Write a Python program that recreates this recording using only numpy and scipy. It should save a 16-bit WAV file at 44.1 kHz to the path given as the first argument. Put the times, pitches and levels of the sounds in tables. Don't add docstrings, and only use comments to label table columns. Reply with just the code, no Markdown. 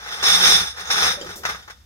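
import sys
import numpy as np
from scipy import signal
from scipy.fft import rfft, irfft, next_fast_len
from scipy.io import wavfile

SR = 44100
rng = np.random.default_rng(int(sys.argv[2]) if len(sys.argv) > 2 else 0)


def put_to_file(sound):
    columns = np.atleast_2d(sound).T
    safe = np.clip(columns, -1, 1)
    whole_steps = np.round(safe * 32767)
    wavfile.write(sys.argv[1], SR, whole_steps.astype(np.int16))


N = 81585
T = np.arange(N) / SR

# frequency in Hz, relative level in dB.
RUMBLE_SPECTRUM = [(25, -21), (45, -7), (68, 6.5), (100, -6.5), (170, -16.5), (400, -29.5), (1300, -36),
                   (4000, -29), (15000, -49)]
# time in seconds, force level in dB.
STIRRING = [(0, -42), (.04, -42), (.09, -36.5), (.2, -34.5), (.72, -49), (.76, -43.5), (.795, -32.5),
            (.84, -39.5), (.89, -34), (1.2, -42.5), (1.32, -41.5), (1.4, -54), (1.56, -43), (1.66, -55.5),
            (1.85, -67.5)]
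# time in seconds, relative crunch force and ringing force in dB.
HEAVES = [
    [(.226, -30.5, -27.5), (.245, -28.5, -22.5), (.31, -28.5, -21), (.392, -29, -25), (.44, -23, -18),
     (.52, -26, -19), (.6, -31, -25.5), (.635, -37.5, -35.5), (.68, -39, -34), (.715, -58, -46.5)],
    [(.903, -30, -24), (.945, -32.5, -30.5), (.999, -29, -27), (1.037, -24, -23), (1.085, -26, -26.5),
     (1.119, -33, -29.5), (1.155, -45, -43), (1.19, -50.5, -62)],
]
# start in seconds, crunch force and ringing force in dB, rattle decay in seconds.
KNOCKS = [(.061, -28, -36, .007), (.121, -32, -29, .035), (.226, -22, -21, .012), (.297, -26, -14, .008),
          (.331, -28, -13, .008), (.436, -20, -14, .01), (.463, -24, -14, .004), (.502, -22, -15, .008),
          (.56, -26, -16, .006), (.59, -27, -19, .005), (.771, -35, -40, .015), (.902, -21, -22, .008),
          (.943, -23, -22, .005), (.968, -25, -19, .012), (1.026, -21, -20, .01), (1.261, -37, -39, .018),
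          (1.29, -35, -39, .02), (1.312, -37, -38, .012), (1.434, -29, -46, .03), (1.451, -19, -25, .017),
          (1.489, -21, -26, .02), (1.547, -24, -36, .004), (1.624, -43, -58, .008), (1.678, -33, -49, .006),
          (1.699, -30, -33, .01)]
# frequency in Hz, relative level in dB.
CRUNCH_SPECTRUM = [(60, -27), (110, -15.5), (180, -20), (290, -21), (430, -7.5), (600, -12.5), (780, -3),
                   (1000, -6), (1350, 0.5), (1800, -1), (2300, -9.5), (3000, -16), (4500, -17),
                   (6500, -14.5), (8000, -35.5), (15000, -28.5)]
# frequency in Hz, relative level in dB.
CRACKLE_SPECTRUM = [(500, -32), (1500, 2), (2300, 2.5), (3200, -7), (4100, -8), (4600, -10.5), (6200, 5.5),
                    (7700, -58.5), (9000, -22), (9800, -18), (11000, -25), (12200, -48), (14000, -25),
                    (15800, -38)]
# pitch in Hz, relative level in dB, spread among cans in Hz,
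# time to fall 60 dB in seconds.
CAN_MODES = [(3568, -5, 79, 0.19), (3759, -7, 240, 0.024), (5193, -6, 136, 0.058), (5716, -13, 248, 0.077),
             (6130, -13, 150, 0.14), (6660, -22.5, 200, 0.021), (8550, -18.5, 140, 0.045),
             (9050, -19.5, 130, 0.13), (10360, -23.5, 170, 0.16), (11020, -24.5, 200, 0.084),
             (13000, -29, 190, 0.093), (13800, -26.5, 160, 0.057), (15000, -27, 380, 0.055)]
# time in seconds, level in dB.
THUD_LEVELS = [(0, -69.5), (.26, -47.5), (.32, -43), (.45, -38), (.62, -38.5), (.69, -58.5), (.86, -53.5),
               (.91, -47), (1.02, -44.5), (1.12, -43), (1.18, -55.5), (1.3, -44), (1.38, -79), (1.45, -53),
               (1.57, -51), (1.62, -67), (1.85, -79)]
# frequency in Hz, relative level in dB.
THUD_SPECTRUM = [(30, -20), (60, 0), (100, -2.5), (135, -8), (180, 6), (240, -19), (400, -17),
                 (1500, -22.5), (8000, -57)]
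# start in seconds, pitch in Hz, level in dB.
SQUEAKS = [(.853, 6400, -41), (.872, 6600, -38), (.888, 6650, -55)]
# start in seconds, pitch in Hz, level in dB.
BOTTLE_BUMPS = [(1.129, 510, -32), (1.168, 566, -27), (1.211, 510, -23.5), (1.257, 360, -36),
                (1.288, 445, -30), (1.364, 383, -31), (1.368, 600, -41), (1.396, 444, -31)]
# start in seconds, level in dB, decay in seconds.
SWISHES = [(1.2, -55.5, 0.46), (1.357, -36.5, 0.03)]
# frequency in Hz, relative level in dB.
SWISH_SPECTRUM = [(500, -0.5), (2500, -21), (6000, -3.5), (9000, -9), (14000, -8), (16000, -17)]
# start in seconds, level in dB.
PINGS = [(1.213, -33.5), (1.262, -47), (1.311, -50), (1.627, -50.5)]
# pitch in Hz, relative level in dB, time to fall 60 dB in seconds.
PING_MODES = [(3095, -1.5, 0.065), (3180, -1, 0.066), (4800, 0, .07), (5510, -5, .1), (6080, -20, .07),
              (7150, -4.5, 0.066), (7140, -8, 0.076)]
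# frequency in Hz, phase lead of the left one in radians.
LEFT_LEAD = [(30, 1), (100, -0.1), (300, 0), (800, 1.24), (1500, 2), (3000, 4), (3700, 3.5), (5200, 4.2),
             (6100, 5.0), (7000, 7.5), (8500, 9), (11000, 9.5), (15000, 13)]
# frequency in Hz, level of left over right in dB.
LEFT_BALANCE = [(60, -0.5), (250, -0.7), (600, 1.5), (1500, 1.5), (2800, 3), (3600, -2), (5200, 2),
                (6100, -3.5), (7200, 0), (8400, 6), (9200, 2.5), (11000, -2.5), (15000, 1.5)]

BAG_WIDTH = 0.23


def from_db(db):
    return 10 ** (np.asarray(db) / 20)


def unit_power(x):
    return x / np.sqrt(np.mean(x ** 2) + 1e-20)


def at_hz(points, hz):
    freqs, values = np.transpose(points)
    return np.interp(np.log(np.maximum(hz, 1)), np.log(freqs), values)


def dying(start, decay_s):
    return (T >= start) * np.exp(-np.maximum(T - start, 0) / decay_s)


def ring(x, hz, t60):
    radius, angle = from_db(-60 / (t60 * SR)), 2 * np.pi * hz / SR
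    return signal.lfilter([0, np.sin(angle)], [1, -2 * radius * np.cos(angle), radius ** 2], x + 1e-18)


def colour(x, spectrum, size=4096):
    hz = np.arange(size // 2 + 1) * SR / size
    cepstrum = irfft(np.log(from_db(at_hz(spectrum, hz))))
    cepstrum[size // 2:] = 0
    response = irfft(np.exp(2 * rfft(cepstrum)))
    return signal.fftconvolve(x, response / np.linalg.norm(response))[:N]


def at_microphones(x, direction=1):
    size = next_fast_len(N + 2000)
    hz = np.arange(size // 2 + 1) * SR / size
    lag = np.exp(-1j * direction * at_hz(LEFT_LEAD, hz))
    return np.array([x, irfft(rfft(x, size) * lag, size)[:N]])


def outdoor_rumble(level_db=-51.5, likeness=0.91):
    mid, side = (colour(noise, RUMBLE_SPECTRUM) for noise in rng.standard_normal((2, N)))
    pair = np.sqrt((1 + likeness) / 2) * mid + np.sqrt((1 - likeness) / 2) * np.array([side, -side])
    return from_db(level_db) * pair


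def contacts(per_s=2600, spread_db=4.0, surge_db=1, surges_per_s=150):
    clicks = (rng.random(N) < per_s / SR) * rng.choice([-1, 1], N)
    strength_db = spread_db * np.clip(rng.standard_normal(N), -2, 2)
    surge = np.interp(T * surges_per_s, np.arange(1000), rng.standard_normal(1000))
    return unit_power(clicks * from_db(strength_db + surge_db * surge))


def handling(clicks, column, heave_db, attack_s=0.0036, release_s=0.022, knock_rise_s=.0015):
    power = from_db(np.interp(T, *np.transpose(STIRRING))) ** 2
    for heave in map(np.array, HEAVES):
        times = heave[:, 0]
        gate = np.clip(np.minimum((T - times[0]) / attack_s, (times[-1] - T) / release_s) + 1, 0, 1)
        power += (gate * from_db(heave_db + np.interp(T, times, heave[:, column]))) ** 2
    impacts = np.zeros(N)
    for knock in KNOCKS:
        start, gain, decay_s = knock[0], from_db(knock[column]), knock[-1]
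        impacts[int(start * SR)] = 3.5 * gain
        rise = np.clip((T - start) / knock_rise_s, 0, 1)
        power += (gain * dying(start, decay_s) * rise) ** 2
    return clicks * np.sqrt(power) + impacts


def crumpling(force, spectrum, level_db, places=5):
    place_hit, out = rng.integers(0, places, N), 0
    for k, place in enumerate(np.linspace(-1, 1, places)):
        direct = at_microphones(colour(force * (place_hit == k), spectrum), 1 + BAG_WIDTH * place)
        out = out + direct + yard_reflections(direct)
    return from_db(level_db) * out


def ringing_cans(force, count=24, level_db=-2):
    can_hit, out = rng.integers(0, count, N), 0
    ranks = (np.arange(count) + .5) / count
    bell_curve = np.log(ranks / (1 - ranks)) / np.sqrt(np.pi)
    detunings = np.array([rng.permutation(bell_curve) for _ in CAN_MODES]).T
    for k in range(count):
        hits, can = np.flatnonzero(can_hit == k), 0
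        for (hz, db, spread_hz, t60), detune in zip(CAN_MODES, detunings[k]):
            strikes = np.zeros(N)
            strikes[hits] = force[hits] * rng.standard_normal(len(hits))
            unit_energy = np.sqrt(4 * np.log(1000) / (t60 * SR))
            can = can + from_db(db) * unit_energy * ring(strikes, hz + spread_hz * detune, t60)
        out = out + at_microphones(can, 1 + BAG_WIDTH * rng.standard_normal())
    return from_db(level_db) * out


def yard_reflections(x, t60=0.1, delay_s=.002, low_cut_hz=288, level_db=-1.5):
    t = T[:SR // 2]
    tails = rng.standard_normal((2, len(t))) * (t > delay_s) * 1000.0 ** (-t / t60)
    tails /= np.linalg.norm(tails, axis=1, keepdims=True)
    reflected = signal.fftconvolve(x, tails, axes=1)[:, :N]
    low_cut = signal.butter(2, low_cut_hz, "high", fs=SR, output="sos")
    return from_db(level_db) * signal.sosfilt(low_cut, reflected)


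def load_thuds():
    level = from_db(np.interp(T, *np.transpose(THUD_LEVELS)))
    return at_microphones(colour(rng.standard_normal(N), THUD_SPECTRUM) * level)


def plastic_squeaks(decay_s=0.014, t60=0.053):
    out = 0
    for start, hz, db in SQUEAKS:
        tone = unit_power(ring(rng.standard_normal(N), hz, t60))
        out = out + from_db(db) * tone * dying(start, decay_s)
    return at_microphones(out)


def bottle_bumps(rattle_s=.022, t60=.05, softness_hz=1100):
    out = 0
    for start, hz, db in BOTTLE_BUMPS:
        rattle = rng.standard_normal(N) * dying(start, rattle_s)
        out = out + from_db(db) * ring(rattle / np.linalg.norm(rattle), hz, t60)
    soft_contact = signal.butter(2, softness_hz, fs=SR, output="sos")
    return at_microphones(signal.sosfilt(soft_contact, out))


def plastic_swishes():
    level = sum(from_db(db) * dying(start, decay_s) for start, db, decay_s in SWISHES)
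    return at_microphones(colour(rng.standard_normal(N), SWISH_SPECTRUM) * level)


def can_pings():
    taps = np.zeros(N)
    for start, db in PINGS:
        taps[int(start * SR)] = from_db(db)
    return at_microphones(sum(from_db(db) * ring(taps, hz, t60) for hz, db, t60 in PING_MODES))


def scene():
    clicks = contacts()
    crunch_force = handling(clicks, column=1, heave_db=3.5)
    ring_force = handling(clicks, column=2, heave_db=6.0)
    crunch = crumpling(crunch_force, CRUNCH_SPECTRUM, level_db=-0.5)
    crackle = crumpling(ring_force, CRACKLE_SPECTRUM, level_db=-11)
    bag = ringing_cans(ring_force) + can_pings() + bottle_bumps()
    bag += plastic_swishes() + plastic_squeaks() + load_thuds()
    return crunch + crackle + bag + yard_reflections(bag) + outdoor_rumble()


def record(dry, cutoff_hz=15750):
    balance_db = at_hz(LEFT_BALANCE, np.arange(N + 1) * SR / (2 * N))
    microphone_gains = from_db(np.outer([.5, -.5], balance_db))
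    heard = irfft(rfft(dry, 2 * N) * microphone_gains)[:, :N]
    high_cut = signal.ellip(10, .2, 70, cutoff_hz, fs=SR, output="sos")
    return signal.sosfilt(high_cut, np.clip(heard, -1, 1))


dry = scene()
out = record(dry)
put_to_file(out)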